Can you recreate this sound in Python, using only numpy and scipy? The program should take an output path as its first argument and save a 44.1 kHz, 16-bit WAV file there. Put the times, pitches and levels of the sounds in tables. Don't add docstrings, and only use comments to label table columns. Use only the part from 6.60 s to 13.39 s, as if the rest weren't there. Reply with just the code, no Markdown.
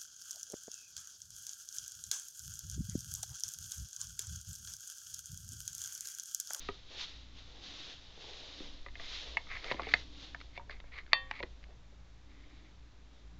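import sys
import numpy as np
from scipy import signal
from scipy.fft import rfft, irfft, next_fast_len
from scipy.io import wavfile

SR = 44100
rng = np.random.default_rng(int(sys.argv[2]) if len(sys.argv) > 2 else 0)


def unload_audio(sound):
    columns = np.transpose(np.atleast_2d(sound))
    steps = np.round(np.clip(columns, -1, 1) * 32767)
    wavfile.write(sys.argv[1], SR, steps.astype(np.int16))


N = 299571

# (f/Hz, level/dB per Hz)
HISS_SPECTRUM = [(15, -6.5), (40, 3), (90, 0.5), (200, -7.5), (330, -11.5), (500, -14), (960, -15.5),
                 (2340, -19), (3500, -26), (6180, -25.5), (7300, -29), (8000, -45), (9000, -64.5)]
DRONE_SPECTRUM = [(60, -51.5), (130, -18), (245, -13), (285, -1), (325, -12), (500, -32), (1500, -90.5)]
RUMBLE_SPECTRUM = [(3, -3.5), (12, 6), (30, -3), (45, -10), (80, -31), (300, -90)]
SWISH_SPECTRUM = [(410, -46.5), (700, -22), (1140, -15.5), (1250, -16.5), (1820, -13.5), (2020, -12),
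                  (2310, -13), (3200, -6), (3690, -2.5), (4250, -7.5), (6730, -20.5), (7370, -32),
                  (8000, -45.5), (10400, -71.5), (17600, -120)]
FOLDS_SPECTRUM = [(90, -62.5), (200, -25), (360, -2), (500, -1.5), (750, -4.5), (1100, -12.5), (1600, -31),
                  (4000, -90.5)]
SCRAPE_SPECTRUM = [(240, -50), (400, -18), (631, -21), (719, -18), (811, -20.5), (882, -19), (959, -21),
                   (1090, -12), (1260, -10), (1460, -15.5), (2160, -0.5), (2890, -17.5), (3760, -15.5),
                   (4600, -17.5), (5200, -28.5), (7000, -40), (9100, -66.5), (15400, -120)]
CRACK_SPECTRUM = [(200, -38), (600, -2.5), (1500, 1), (3000, -4.5), (4700, -3), (5400, -15.5),
                  (6200, -21.5), (7500, -35), (9000, -51.5)]

# (t/s, level/dB)
HUM_LEVEL = [(0.0, -61), (0.09, -54), (0.23, -67), (0.68, -55.5), (1.06, -63.5), (2.23, -62), (2.32, -52),
             (2.48, -64.5), (2.74, -54), (2.78, -65), (2.95, -51), (3.04, -63), (3.19, -52), (4.58, -60.5),
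             (4.63, -55), (6.62, -60.5), (6.71, -52), (6.79, -54)]
DRONE_LEVEL = [(0.0, -66), (.23, -79), (.74, -67), (.92, -77), (1.03, -62), (1.22, -63), (1.5, -80),
               (1.95, -68), (2.04, -58), (2.25, -74), (2.6, -67), (2.9, -73), (3.17, -60), (3.75, -66),
               (4.05, -80), (4.8, -69), (5.1, -80), (5.65, -78), (5.72, -66), (6.07, -65), (6.15, -73.5),
               (6.79, -74)]
RUMBLE_LEVEL = [(0.0, -50), (0.36, -60.5), (1.99, -60), (2.02, -47), (2.72, -54), (2.78, -67), (2.82, -50),
                (4.07, -59.5), (4.18, -44), (4.33, -60), (4.42, -52), (4.58, -53), (4.71, -55), (4.76, -68),
                (4.84, -55.5), (5.22, -62.5), (6.68, -66), (6.79, -72)]

# (multiple of its pitch, level/dB)
HUM_PARTIALS = [(0.999, 0), (1.53, -15), (2, -15), (3.06, -18.5)]
# (full at t/s, rise/s, hold/s, fall/s, swish level/dB, folds level/dB)
CLOTH_STROKES = [(0.0, .05, 0.076, 0.21, -53.5, -73), (.32, 0.05, 0.042, 0.08, -52.5, -62.5),
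                 (.41, 0.057, 0.028, 0.028, -42, -69), (.47, .03, .02, .18, -52, -70),
                 (.79, 0.064, 0.0057, 0.088, -54.5, -71), (.87, 0.064, 0.12, .05, -60, -70.5),
                 (.955, .03, .02, 0.092, -64, -65.5), (1.04, .04, .28, 0.095, -50, -66),
                 (1.43, 0.059, 0.14, .05, -59.5, -73), (1.61, 0.046, 0.44, 0.19, -52, -63.5),
                 (1.69, .05, .01, .08, -62, -58), (2.41, 0.054, .08, 0.13, -51.5, -62),
                 (2.55, 0.099, 0.0091, 0.14, -43.5, -68), (2.62, 0.04, 0.099, 0.14, -52.5, -59.5),
                 (2.936, 0.13, 0.066, .04, -54.5, -70.5), (3.06, 0.056, 0.062, 0.066, -50.5, -54),
                 (3.197, 0.018, 0.0045, 0.048, -62, -50), (3.32, .09, .08, 0.076, -51, -61.5),
                 (3.636, 0.13, .005, 0.11, -51, -64.5), (3.8, 0.054, .02, 0.2, -64, -70.5),
                 (4.092, .02, 0.0044, .15, -74, -65.5), (4.356, 0.043, .005, 0.1, -72, -67.5),
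                 (4.85, .1, .05, 0.2, -68.5, -71), (5.104, 0.042, .005, 0.045, -73, -64),
                 (5.326, 0.017, 0.0053, 0.019, -85, -68), (5.88, .3, .12, .3, -71, -78),
                 (6.53, .1, .05, .2, -73.5, -80)]
# (full at t/s, rise/s, hold/s, fall/s, level/dB, treble against it/dB)
FINGER_SLIDES = [(2.415, .01, .19, .01, -59, 4), (2.91, .015, .055, 0.028, -43, -5),
                 (3.102, 0.075, .001, .005, -43.5, 0), (3.125, .005, .045, .02, -53, -3),
                 (3.296, 0.11, .03, 0.0057, -47, 3.5), (3.968, 0.035, .001, 0.019, -57.5, 7),
                 (4.107, .003, .001, 0.04, -47, 3.5), (4.27, 0.026, .001, 0.033, -64, 1),
                 (4.327, 0.0087, .06, .01, -51.5, 0), (4.39, 0.014, .001, 0.023, -45, -2),
                 (4.495, .01, .014, 0.0084, -65.5, 2.5), (4.524, .01, .001, 0.0027, -48, -9.5),
                 (4.74, .003, .001, 0.046, -51.5, -1), (4.803, 0.095, .001, .004, -50, 2),
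                 (5.697, .015, .33, 0.012, -69, -1), (6.051, 0.014, .001, .06, -67.5, 3.5)]
# (f/Hz, relative level/dB, t60/s)
SPRING_MODES = [(528, -27, 1.4), (781, -22, 0.5), (991, -27, 0.6), (1130, -13, 0.45), (1680, -19, 0.4),
                (1852, 1, 0.3), (2363, -14, 0.18), (2514, -24, 0.2), (2676, -4, 0.2), (3144, -11, 0.32),
                (3348, -32, 0.58), (3558, -5, 0.26), (3576, -9, 0.15), (4161, -19, 0.25), (4506, -3, 0.15)]
# (t/s, t60/s, main peak level/dB, main f/Hz, then for the low, lower-middle and
# high modes: level against the main/dB, f/Hz)
CASE_TICKS = [(0.0869, 0.035, -33, 1916, 1.5, 397, 4, 1250, -6, 3150),
              (1.574, 0.037, -61, 2470, 12.5, 456, -10, 738, 1, 3630),
              (1.64, .03, -57, 2070, 8.5, 467, 2, 975, -9, 3320),
              (2.0018, 0.047, -50, 2680, 12, 296, -5, 1010, 1, 3800),
              (2.2619, 0.038, -39, 2010, -7.5, 560, -3.5, 1210, -23, 3550),
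              (2.2844, .03, -44.5, 2090, -19, 227, -9, 1280, -9, 4310),
              (2.354, 0.043, -37, 2100, -18, 670, -23.5, 735, -10.5, 3400),
              (2.3965, 0.044, -39, 1970, -5, 672, -17, 696, -10, 3370),
              (2.7696, 0.037, -18.5, 2180, -34, 668, -12.5, 892, -10, 2890),
              (2.8693, .025, -48.5, 2270, -9, 202, 2, 1230, -8.5, 3120),
              (3.0427, 0.028, -38.5, 2220, -13, 468, -10, 1380, 5.5, 3570),
              (3.1043, .03, -32.5, 2050, -26, 530, -12, 706, -24, 4210),
              (3.1123, 0.037, -30.5, 1940, 4.5, 575.6, 0, 1164, 1, 2690),
              (3.1184, 0.032, -33, 2180, 4, 563, -14, 898, 3, 3813),
              (3.1429, .03, -43.5, 2190, 5.5, 317, -3, 797, -2, 3520),
              (3.1943, 0.046, -36, 2060, -1.5, 541, 9.5, 1137, -12.5, 3420),
              (3.2187, 0.023, -44.5, 1406, 1.5, 346.4, -12, 859, 7, 3500),
              (3.232, .03, -45, 2270, -13, 438, -14, 980, 4.5, 3540),
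              (3.2686, .035, -37.5, 2240, 1.5, 453, 2.5, 748, -11, 3480),
              (3.2959, .03, -45, 2240, -13, 516, -12, 1420, -9, 3600),
              (3.3377, 0.033, -11.5, 2100, -18.5, 710, -19.5, 770, -5, 4520),
              (3.746, .03, -31, 1800, -15.5, 697, -8, 1250, -16, 3400),
              (3.8026, .035, -48.5, 2200, -11, 304, -25, 1130, -2, 4750),
              (3.8124, 0.028, -45, 2320, -22, 262, -21, 1170, 2, 4250),
              (3.9753, 0.043, -36.5, 2260, -8, 550, -4.5, 725, -4.5, 3520),
              (3.995, .05, -53, 1680, 2.5, 555, 13, 927, -15, 3240),
              (4.009, 0.069, -60.5, 1900, 4, 566, 10, 930, -9, 3260),
              (4.0954, 0.031, -36.5, 1810, -13, 585, -9, 1100, -23, 4600),
              (4.2009, 0.028, -44.5, 2131, -23, 269, -9, 1410, -3.5, 3740),
              (4.2399, .03, -55.5, 1720, 1.5, 567, -6, 714, -14, 3440),
              (4.3208, .03, -49, 2220, -23, 237, -9, 1280, -13, 3510),
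              (4.3914, .03, -45.5, 2200, -26, 680, -27, 1220, -11, 3900),
              (4.4635, .027, -50, 1780, -14, 291, -16, 748, -4, 4330),
              (4.4772, .026, -53.5, 1720, -9, 345, -18, 740, -11, 4060),
              (4.5314, 0.02, -8.5, 1990, -29.5, 626, -9.5, 1134, -3.5, 4440),
              (4.711, .024, -27.5, 1940, -26, 204, -5.5, 1120, -5.5, 2900),
              (4.7376, .045, -42, 2230, -21, 412, -13, 1380, -14, 3060),
              (4.8025, 0.031, -35.5, 2260, -0.5, 561, -10, 820, -16, 3700),
              (4.8278, 0.031, -35, 2034, -3.5, 488, -5, 1400, -2, 4260),
              (4.8326, 0.027, -34.5, 1990, -1, 363, -5.5, 936, -7, 4170),
              (5.028, .03, -55.5, 2190, -25, 199.7, -20, 730, -7, 3340),
              (5.0389, 0.028, -53.5, 2200, -21, 231, -10, 1150, 5, 2980),
              (5.1049, .03, -61, 1840, 2, 520, 0, 773, -5.5, 3320)]
# (multiple of the group's f, level/dB, factor on t60)
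CASE_MODES = [
    [(.84, -3.5, 0.3), (1, 3, 0.46), (1.02, -15.5, 1.3), (1.2, -5, 0.5)],
    [(.22, -11, 2.5), (.4, -5.5, 1.1), (.7, -4, 1.1), (1, -0.5, 1.6), (1.3, -11, 1.9), (1.75, -7.5, 1.6)],
    [(.62, -10.5, 1), (.77, -10, 1.9), (1, 6.5, 0.6), (1.25, -4.5, .5)],
    [(.68, -5, 0.398), (.8, -1.5, 0.64), (.89, -3, .45), (1, -0.5, 0.81)],
]

HISS_DB, HUM_HZ = -63.5, 55.3
STILL_SWISH_DB, STILL_FOLDS_DB = -75, -85
FADE_DB = 12
SPRING_S, SPRING_DB, DAMPED_S = 4.533, -31, 4.715
RATTLE_S = .004
AFTER_DB, AFTER_PER_DB = -9.5, -.25
EDGE_HZ = 8600
OFFSET, SILENCE_DB = -.0011, -102


def gain_of(db):
    return 10 ** (np.asarray(db) / 20)


def evened(x):
    return x / np.sqrt(np.mean(x ** 2) + 1e-20)


def add(mix, s, sound):
    part = mix[round(s * SR):][:len(sound)]
    part += sound[:len(part)]


def along(rows):
    s, *columns = np.transpose(rows)
    return [np.interp(np.arange(N) / SR, s, c) for c in columns]


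def strokes(rows):
    t = np.arange(N) / SR
    power = np.zeros((2, N))
    for s, rise, hold, fall, *dbs in rows:
        before = (s - t) / max(rise, .001)
        after = (t - s - hold) / max(fall, .001)
        away = np.maximum(before, after).clip(0)
        power += gain_of(np.array(dbs)[:, None] - FADE_DB * away) ** 2
    return np.sqrt(power)


def colour(x, spectrum):
    f, db = np.transpose(spectrum)
    size = next_fast_len(len(x))
    hz = np.fft.rfftfreq(size, 1 / SR)
    gain = gain_of(np.interp(np.log(hz + 1), np.log(f + 1), db))
    return evened(irfft(rfft(x, size) * gain, size)[:len(x)])


def coloured_noise(spectrum):
    return colour(rng.standard_normal(N), spectrum)


def flutter(rate_hz, depth_db):
    slow = signal.lfilter(*signal.butter(2, rate_hz, fs=SR), rng.standard_normal(N))
    return gain_of(depth_db * evened(slow))


def fibres(per_s, spread_db, grain):
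    sizes = gain_of(spread_db * np.minimum(rng.exponential(1, N), 4))
    slips = sizes * (rng.random(N) < per_s / SR) * rng.choice([-1., 1.], N)
    return np.sqrt(grain) * evened(slips) + np.sqrt(1 - grain) * rng.standard_normal(N)


def ring(t, modes, rise_cycles):
    out = np.zeros(len(t))
    for k, (hz, db, t60) in enumerate(modes):
        decay = gain_of(db - 60 * t / t60)
        swell = (1 - np.exp(-t * hz / rise_cycles)) ** 2
        out += (-1) ** k * decay * swell * np.sin(2 * np.pi * hz * t)
    return out


def hiss():
    return gain_of(HISS_DB) * coloured_noise(HISS_SPECTRUM)


def hum():
    turns = np.cumsum(HUM_HZ * flutter(rate_hz=3.5, depth_db=0.38)) / SR
    tone = np.zeros(N)
    for multiple, db in HUM_PARTIALS:
        wavering = gain_of(db) * flutter(rate_hz=6.0, depth_db=2.5)
        tone += wavering * np.sin(2 * np.pi * multiple * turns)
    return np.sqrt(2) * gain_of(along(HUM_LEVEL)[0]) * tone


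def drone():
    return gain_of(along(DRONE_LEVEL)[0]) * coloured_noise(DRONE_SPECTRUM)


def handling():
    return gain_of(along(RUMBLE_LEVEL)[0]) * coloured_noise(RUMBLE_SPECTRUM)


def room(x, t60=0.2, delay_s=0.0037, dull=0.83):
    t = np.arange(SR // 4) / SR
    dulled = signal.lfilter([1], [1, -dull], rng.standard_normal(len(t)))
    tail = dulled * gain_of(-60 * t / t60) * (t > delay_s)
    return signal.fftconvolve(x, tail / np.linalg.norm(tail))[:N]


def cloth():
    swish = colour(fibres(per_s=2500, spread_db=3.0, grain=0.27), SWISH_SPECTRUM)
    swish *= flutter(rate_hz=30, depth_db=0.44)
    folds = colour(fibres(per_s=300, spread_db=2.0, grain=0.25), FOLDS_SPECTRUM)
    folds *= flutter(rate_hz=13, depth_db=1.3)
    still = gain_of([[STILL_SWISH_DB], [STILL_FOLDS_DB]])
    bright, dull = np.hypot(strokes(CLOTH_STROKES), still)
    return bright * swish + dull * folds


def slides():
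    level, bright = strokes([(*row[:5], row[4] + row[5]) for row in FINGER_SLIDES])
    grains = colour(fibres(per_s=1200, spread_db=3.0, grain=0.62), SCRAPE_SPECTRUM)
    grains *= flutter(rate_hz=39, depth_db=2.0)
    treble = signal.sosfiltfilt(signal.butter(4, 2900, "high", fs=SR, output="sos"), grains)
    return level * (grains - treble) + bright * treble


def spring():
    t, out = np.arange(SR // 2) / SR, np.zeros(N)
    touched_db = -900 * np.maximum(t - (DAMPED_S - SPRING_S), 0)
    add(out, SPRING_S, gain_of(SPRING_DB + touched_db) * ring(t, SPRING_MODES, rise_cycles=1.5))
    return out


def slip_train(db):
    later = rng.uniform(0, 4 * RATTLE_S, 12)
    strength = gain_of(AFTER_DB + AFTER_PER_DB * (db + 29)) * rng.uniform(-1, 1, 12)
    slip = np.zeros(900)
    np.add.at(slip, (later * SR).astype(int), strength * np.exp(-later / RATTLE_S))
    slip[0] += 1
    return slip


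def ticks(crack_db=1.5, dull_db=-12, crack_share=.4):
    out, t = np.zeros(N), np.arange(5000) / SR
    noise = coloured_noise(CRACK_SPECTRUM)
    for touch_s, t60, db, main_hz, *rest in CASE_TICKS:
        s = touch_s + .0005
        slip = slip_train(db)
        for modes, more_db, group_hz in zip(CASE_MODES, [0, *rest[::2]], [main_hz, *rest[1::2]]):
            shifted = [(m * group_hz, mode_db, max(k * t60, .004)) for m, mode_db, k in modes]
            sound = signal.fftconvolve(ring(t, shifted, rise_cycles=0.91), slip)
            add(out, s, gain_of(db + more_db) * sound / abs(sound).max())
        decay = gain_of(-60 * t / (crack_share * t60))
        crack = noise[round(s * SR):][:len(t)] * decay * (1 - np.exp(-t / .0003)) ** 2
        share_db = max(rest[4], dull_db)
        add(out, s, gain_of(db + share_db + crack_db) * crack / abs(crack).max())
    return out


def scene():
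    bed = hiss() + hum() + drone() + handling()
    hits = ticks()
    return (bed + cloth() + slides() + spring() + hits + gain_of(-24.5) * room(hits))[None]


def record(dry):
    low_pass = signal.firwin(511, EDGE_HZ, window=("kaiser", 9), fs=SR)
    kept = signal.oaconvolve(dry, low_pass[None], "same")
    return kept + OFFSET + gain_of(SILENCE_DB) * rng.standard_normal(dry.shape)


dry = scene()
out = record(dry)
unload_audio(out)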